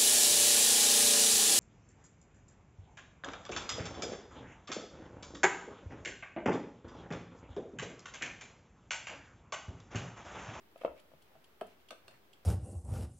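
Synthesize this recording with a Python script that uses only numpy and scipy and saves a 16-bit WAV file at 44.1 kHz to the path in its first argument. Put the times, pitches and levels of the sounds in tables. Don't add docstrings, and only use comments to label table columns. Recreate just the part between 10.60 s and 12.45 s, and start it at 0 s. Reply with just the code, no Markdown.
import sys
import numpy as np
from scipy import signal
from scipy.fft import rfft, irfft
from scipy.io import wavfile
from scipy.ndimage import uniform_filter1d

SR = 44100
rng = np.random.default_rng(int(sys.argv[2]) if len(sys.argv) > 2 else 0)


def field_ratio(decibels):
    return 10 ** (np.asarray(decibels, dtype=float) / 20)


def file_out(sig):
    cols = np.atleast_2d(sig).T
    lim = np.clip(cols, -1, 1)
    pcm = np.round(lim * 32767).astype(np.int16)
    wavfile.write(sys.argv[1], SR, pcm)


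N = 81585

STIFF_T60_MAX_S, PANEL_T60_MAX_S = 0.022, 0.04
WIDE_FROM_HZ, WIDE_RAD = 535, 0.94
ALIKE_HZ = 930


def unit(x):
    return x / np.sqrt(np.mean(x ** 2))


def band(x, hz, width_hz):
    return signal.lfilter(*signal.iirpeak(min(hz, 0.45 * SR), hz / width_hz, fs=SR), x)


def walk(rate_hz):
    k = int(SR / rate_hz)
    steps = np.repeat(rng.standard_normal(N // k + 1), k)
    return 0.56 * uniform_filter1d(uniform_filter1d(steps, k), k)[:N]


def ring(modes, push_s, scatter_db, crack=None, bright_db=0, longest_s=STIFF_T60_MAX_S):
    t = np.arange(6000) / SR
    f_hz, level_db, t60_s = np.hsplit(np.array(modes, float), 3)
    chance_db, chance_hz, chance_rad = np.hsplit(rng.standard_normal((len(modes), 3)), 3)
    hz = f_hz * (1 + 0.013 * chance_hz)
    turn = WIDE_RAD * np.clip(hz / WIDE_FROM_HZ - 1, 0, 1) * chance_rad
    decay = 1000.0 ** (-t / np.clip(t60_s, STIFF_T60_MAX_S / 4, longest_s))
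    size = field_ratio(level_db + scatter_db * chance_db) * decay
    y = np.array([(size * np.sin(2 * np.pi * hz * t + sign * turn / 2)).sum(0) for sign in (1, -1)])
    y = y / np.abs(y).max()
    if crack:
        crack_db, crack_t60_s, *crack_hz = crack
        hiss = signal.lfilter(*signal.butter(2, crack_hz, "band", fs=SR), rng.standard_normal(y.shape))
        y = y + field_ratio(crack_db) * unit(hiss) / 2 * 1000.0 ** (-t / crack_t60_s)
    treble = signal.lfilter(*signal.butter(2, 5000, "high", fs=SR), y)
    y = y + (field_ratio(bright_db) - 1) * treble
    y = y * np.clip(t / push_s, 0, 1)
    return y / np.abs(y.mean(0)).max()


def add(out, s, x, pan_db):
    at = int(s * SR)
    gains = field_ratio(np.array([[pan_db], [-pan_db]]) / 2)
    out[:, at:at + x.shape[-1]] += (gains * x)[:, :N - at]


def spread(mid, side, alike_hz, bass_wide=0.099):
    treble = signal.lfilter(*signal.butter(1, alike_hz, "high", fs=SR), side)
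    side = bass_wide * side + (1 - bass_wide) * treble
    return np.array([mid + side, mid - side])


# [t/s, level/dB, brightness/dB, L-R/dB]
BEATS = [
    (0.177, -58.5, 2, 4),
    (0.3971, -56.5, 1, 1),
    (0.621, -57.5, 3.5, 3),
    (0.843, -55, -5, 1),
    (1.0674, -56.5, 4, 3),
    (1.2875, -48.5, -12, -0.5),
    (1.5094, -62.5, 7, 9),
    (1.732, -51, -9, -7.5),
]
# [f/Hz, level/dB, t60/s]
BRASS_MODES = [(2180, -35, 0.01), (2916, 0.5, .014), (3096, 2, 0.031), (3290, -2, 0.027),
               (3710, -6.5, 0.012), (4280, -5.5, 0.019), (4570, -8.5, 0.018), (6170, -23, 0.017),
               (7530, -9, 0.015), (9870, -9, 0.013), (10840, -10.5, 0.022)]
UNLOCK_S, UNLOCK_DB = 0.003, -14
DROP_S, DROP_DB = 0.0037, -1


def clock():
    out = np.zeros((2, N))
    for s, db, bright_db, pan_db in BEATS:
        for late_s, part_db in ((-UNLOCK_S, UNLOCK_DB), (0, 0), (DROP_S, DROP_DB)):
            click = ring(BRASS_MODES, 0.00046, 3, (-6, 0.011, 2500, 11500), bright_db)
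            add(out, s + late_s, field_ratio(db + part_db) * click, pan_db)
    return out


# [t/s, level/dB, f/Hz, hardness/dB, L-R/dB]
KNOCK_HITS = [(0.159, -43, 603, -14.5, 2), (0.212, -47, 557, -3, -2), (.216, -40.5, 571, -7, 4),
              (.236, -37, 680, -24, -2), (0.2482, -19.5, 564.5, -18.5, 2.5), (.2585, -39, 530, -7, -6),
              (.263, -35.5, 510, -16, 4), (.278, -33, 618, -33, 3), (0.364, -58, 590, -9, 11),
              (.5165, -51.5, 566, -17, 0.5), (.536, -51, 566, -16, 6), (0.753, -52, 687, -12, .1),
              (.762, -54.5, 656, -14, .1), (1.0109, -44.5, 1180, 2, -3), (1.0143, -29.5, 661, -24, 2),
              (1.0182, -35, 411, -11.5, 3.5), (1.31, -42, 665, -11, 3.5), (1.316, -47, 513, -4, 8),
              (1.328, -43, 565, -9, 5), (1.481, -56, 720, -3, 9)]
# [f/pitch, level/dB, t60/s]
PANEL_MODES = [(0.722, -11.5, 0.045), (0.962, 2.5, 0.035), (1.078, 2, 0.027), (1.45, -3, 0.017),
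               (2.1, -8.5, 0.028)]
# [f/Hz, level/dB, t60/s]
EDGE_MODES = [(1260, -0.5, 0.029), (1640, -4.5, 0.025), (2206, -2.5, 0.029), (2610, 2.5, 0.015),
              (3080, -0.5, 0.03), (3580, -13, 0.013)]
PUSH_CYCLES, EDGE_PAN_DB = 0.96, -3.5
BOOM_HZ, BOOM_DB, BOOM_T60_S, BOOM_RISE_S = 67.5, -32, 0.3, 0.055


def knocks():
    out, t = np.zeros((2, N)), np.arange(SR // 2) / SR
    boom = np.sin(2 * np.pi * BOOM_HZ * t) * 1000.0 ** (-t / BOOM_T60_S)
    boom = boom * np.clip(t / BOOM_RISE_S, 0, 1) ** 2
    for s, db, hz, hard_db, pan_db in KNOCK_HITS:
        modes = [(ratio * hz, mode_db, t60_s) for ratio, mode_db, t60_s in PANEL_MODES]
        panel = ring(modes, PUSH_CYCLES / hz, 1.15, longest_s=PANEL_T60_MAX_S)
        edge = ring(EDGE_MODES, 0.00082, 3.1, (-15.5, 0.035, 1100, 3600))
        add(out, s, field_ratio(db) * panel, pan_db)
        add(out, s, field_ratio(db + hard_db) * edge, pan_db + EDGE_PAN_DB)
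        add(out, s, field_ratio(db + BOOM_DB) * boom, 0.1)
    return out


# [t/s, level/dB, f/Hz, t60/s]
GRIP_THUMPS = [
    (0.251, -56.5, 191, 0.066),
    (0.534, -63, 160, 0.15),
    (0.766, -67, 156, 0.17),
    (1.016, -60.5, 207, .08),
    (1.05, -58, 193, 0.15),
    (1.309, -61, 221, 0.098),
    (1.44, -68, 112.5, 0.16),
    (1.531, -65, 123.6, 0.17),
    (.455, -71, 68, 0.12),
]


def thumps():
    out = np.zeros((2, N))
    for s, db, hz, t60_s in GRIP_THUMPS:
        thump = ring([(hz, 0, t60_s), (1.3 * hz, -8, t60_s)], 1.8 / hz, 0, longest_s=1)
        add(out, s, field_ratio(db) * thump, 0.6)
    return out


# [t/s, level/dB, brightness/dB, L-R/dB]
CASE_SNAPS = [
    (1.0108, -51, 6, 4),
    (1.3065, -37, -11.5, -3),
    (1.3092, -43.5, -9, 13.5),
    (1.4799, -48.5, -4, -1.5),
    (1.481, -46.5, -7, -2),
]
# [f/Hz, level/dB, t60/s]
PLASTIC_MODES = [(1250, 3, 0.028), (1544, 5, 0.043), (1930, -22, 0.019), (2400, 0, 0.032),
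                 (2735, 6.5, 0.021), (2880, 1, .018), (3130, -2, 0.019), (3520, 0, 0.031), (4368, 3, 0.028),
                 (4940, 1, 0.0053), (6600, -14, 0.0058), (8210, -4.5, 0.019)]


def snaps():
    out = np.zeros((2, N))
    for s, db, bright_db, pan_db in CASE_SNAPS:
        click = ring(PLASTIC_MODES, 0.0003, 3, (-9, 0.015, 1500, 15000), bright_db)
        add(out, s, field_ratio(db) * click, pan_db)
    return out


# [start t/s, length/s, level/dB, centre f/Hz]
CLOTH_MOVES = [
    (0.171, 0.12, -67.5, 2250),
    (0.353, 0.072, -69, 2400),
    (.64, 0.066, -77.5, 2450),
    (0.687, 0.098, -69.5, 700),
    (1.054, 0.11, -72, 2400),
    (1.185, 0.054, -75, 2760),
    (1.427, .14, -65.5, 600),
    (1.487, 0.11, -71, 1900),
]
GRAINS_PER_S, GRAIN_DB = 2000, 3.5


def rustle():
    out, t = 0, np.arange(N) / SR
    for s, length_s, db, hz in CLOTH_MOVES:
        u = rng.random((2, 3, N))
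        hit = u[:, 0] < GRAINS_PER_S / SR
        clicks = hit * np.sign(u[:, 1] - 0.5) * field_ratio(-GRAIN_DB * np.log(u[:, 2] + 0.02))
        mid, side = (unit(band(c, hz, 0.3 * hz)) for c in clicks)
        swell = np.sin(np.pi * np.clip((t - s) / length_s, 0, 1))
        out = out + field_ratio(db) * spread(mid, side, ALIKE_HZ) * swell
    return out


# [f/Hz, t60/s]
ROOM_DECAY = [(125, 0.41), (250, 0.49), (500, 0.18), (1000, 0.3), (2000, 0.43), (4000, 0.17), (8000, 0.067),
              (15000, 0.37)]
ROOM_RISE_S = 0.0027


def diffuse():
    t, tail = np.arange(SR // 2) / SR, 0
    for hz, t60_s in ROOM_DECAY:
        octave = unit(band(rng.standard_normal(len(t)), hz, 0.97 * hz))
        tail = tail + octave * np.sqrt(hz / t60_s) * 1000.0 ** (-t / t60_s)
    return tail * (1 - np.exp(-t / ROOM_RISE_S))


def room(dry):
    mid, side = diffuse(), diffuse()
    tail = spread(mid, side, ALIKE_HZ) / np.sqrt(np.sum(mid ** 2))
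    return signal.fftconvolve(dry.mean(0, keepdims=True), tail, axes=1)[:, :N]


# [f/Hz, level/dB per Hz]
FLOOR_SPECTRUM = [(25, -22), (70, -9.5), (300, -7), (1200, -13.5), (3300, -20), (7000, -31), (10000, -31.5),
                  (14000, -25.5)]
# [f/Hz, width/Hz, level/dB]
HOUSE_DRONES = [(68, 9.6, -81.5), (104.5, 24, -94), (379, 90, -78.5)]
FLOOR_DB, FLOOR_WIDE_DB, FLOOR_ALIKE_HZ, FLOOR_BASS_WIDE = -69, 0.5, 700, 0.42
FLICKER_DB, SWELL_DB = 0.2, -0.7


def floor():
    f = np.fft.rfftfreq(N, 1 / SR) + 1
    hz, db = np.array(FLOOR_SPECTRUM).T
    shape = field_ratio(np.interp(np.log(f), np.log(hz), db))
    both, swell = 0, walk(1.9)
    for k in range(20):
        part = shape * np.cos(np.pi / 2 * np.clip(2 * np.log2(f / 25) - k, -1, 1))
        noise = irfft(rfft(rng.standard_normal((2, N))) * part, N)
        slow = np.clip(1 - k / 16, 0, 1)
        both = both + noise * field_ratio(slow * (SWELL_DB * swell + FLICKER_DB * walk(5.3)))
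    mid, side = both * field_ratio(FLOOR_DB) / np.sqrt(np.mean(both ** 2))
    for drone_hz, width_hz, drone_db in HOUSE_DRONES:
        drone = band(band(rng.standard_normal(N), drone_hz, width_hz), drone_hz, width_hz)
        mid = mid + field_ratio(drone_db) * unit(drone)
    return spread(mid, field_ratio(FLOOR_WIDE_DB) * side, FLOOR_ALIKE_HZ, FLOOR_BASS_WIDE)


TICK_WET_DB, KNOCK_WET_DB, SNAP_WET_DB = -7, -7.5, -4.5


def scene():
    tick, knock, snap = clock(), knocks() + thumps(), snaps()
    wet = room(field_ratio(TICK_WET_DB) * tick) + room(field_ratio(KNOCK_WET_DB) * knock) + room(field_ratio(SNAP_WET_DB) * snap)
    return tick + knock + snap + wet + rustle() + floor()


def roll_off(x):
    return signal.sosfilt(signal.butter(12, 16250, fs=SR, output="sos"), x)


TOP_HZ, OFFSET = 15800, -0.0004


def record(dry):
    cut = signal.sosfilt(signal.ellip(10, 0.3, 60, TOP_HZ, fs=SR, output="sos"), dry)
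    return roll_off(cut + OFFSET)


dry = scene()
out = record(dry)
file_out(out)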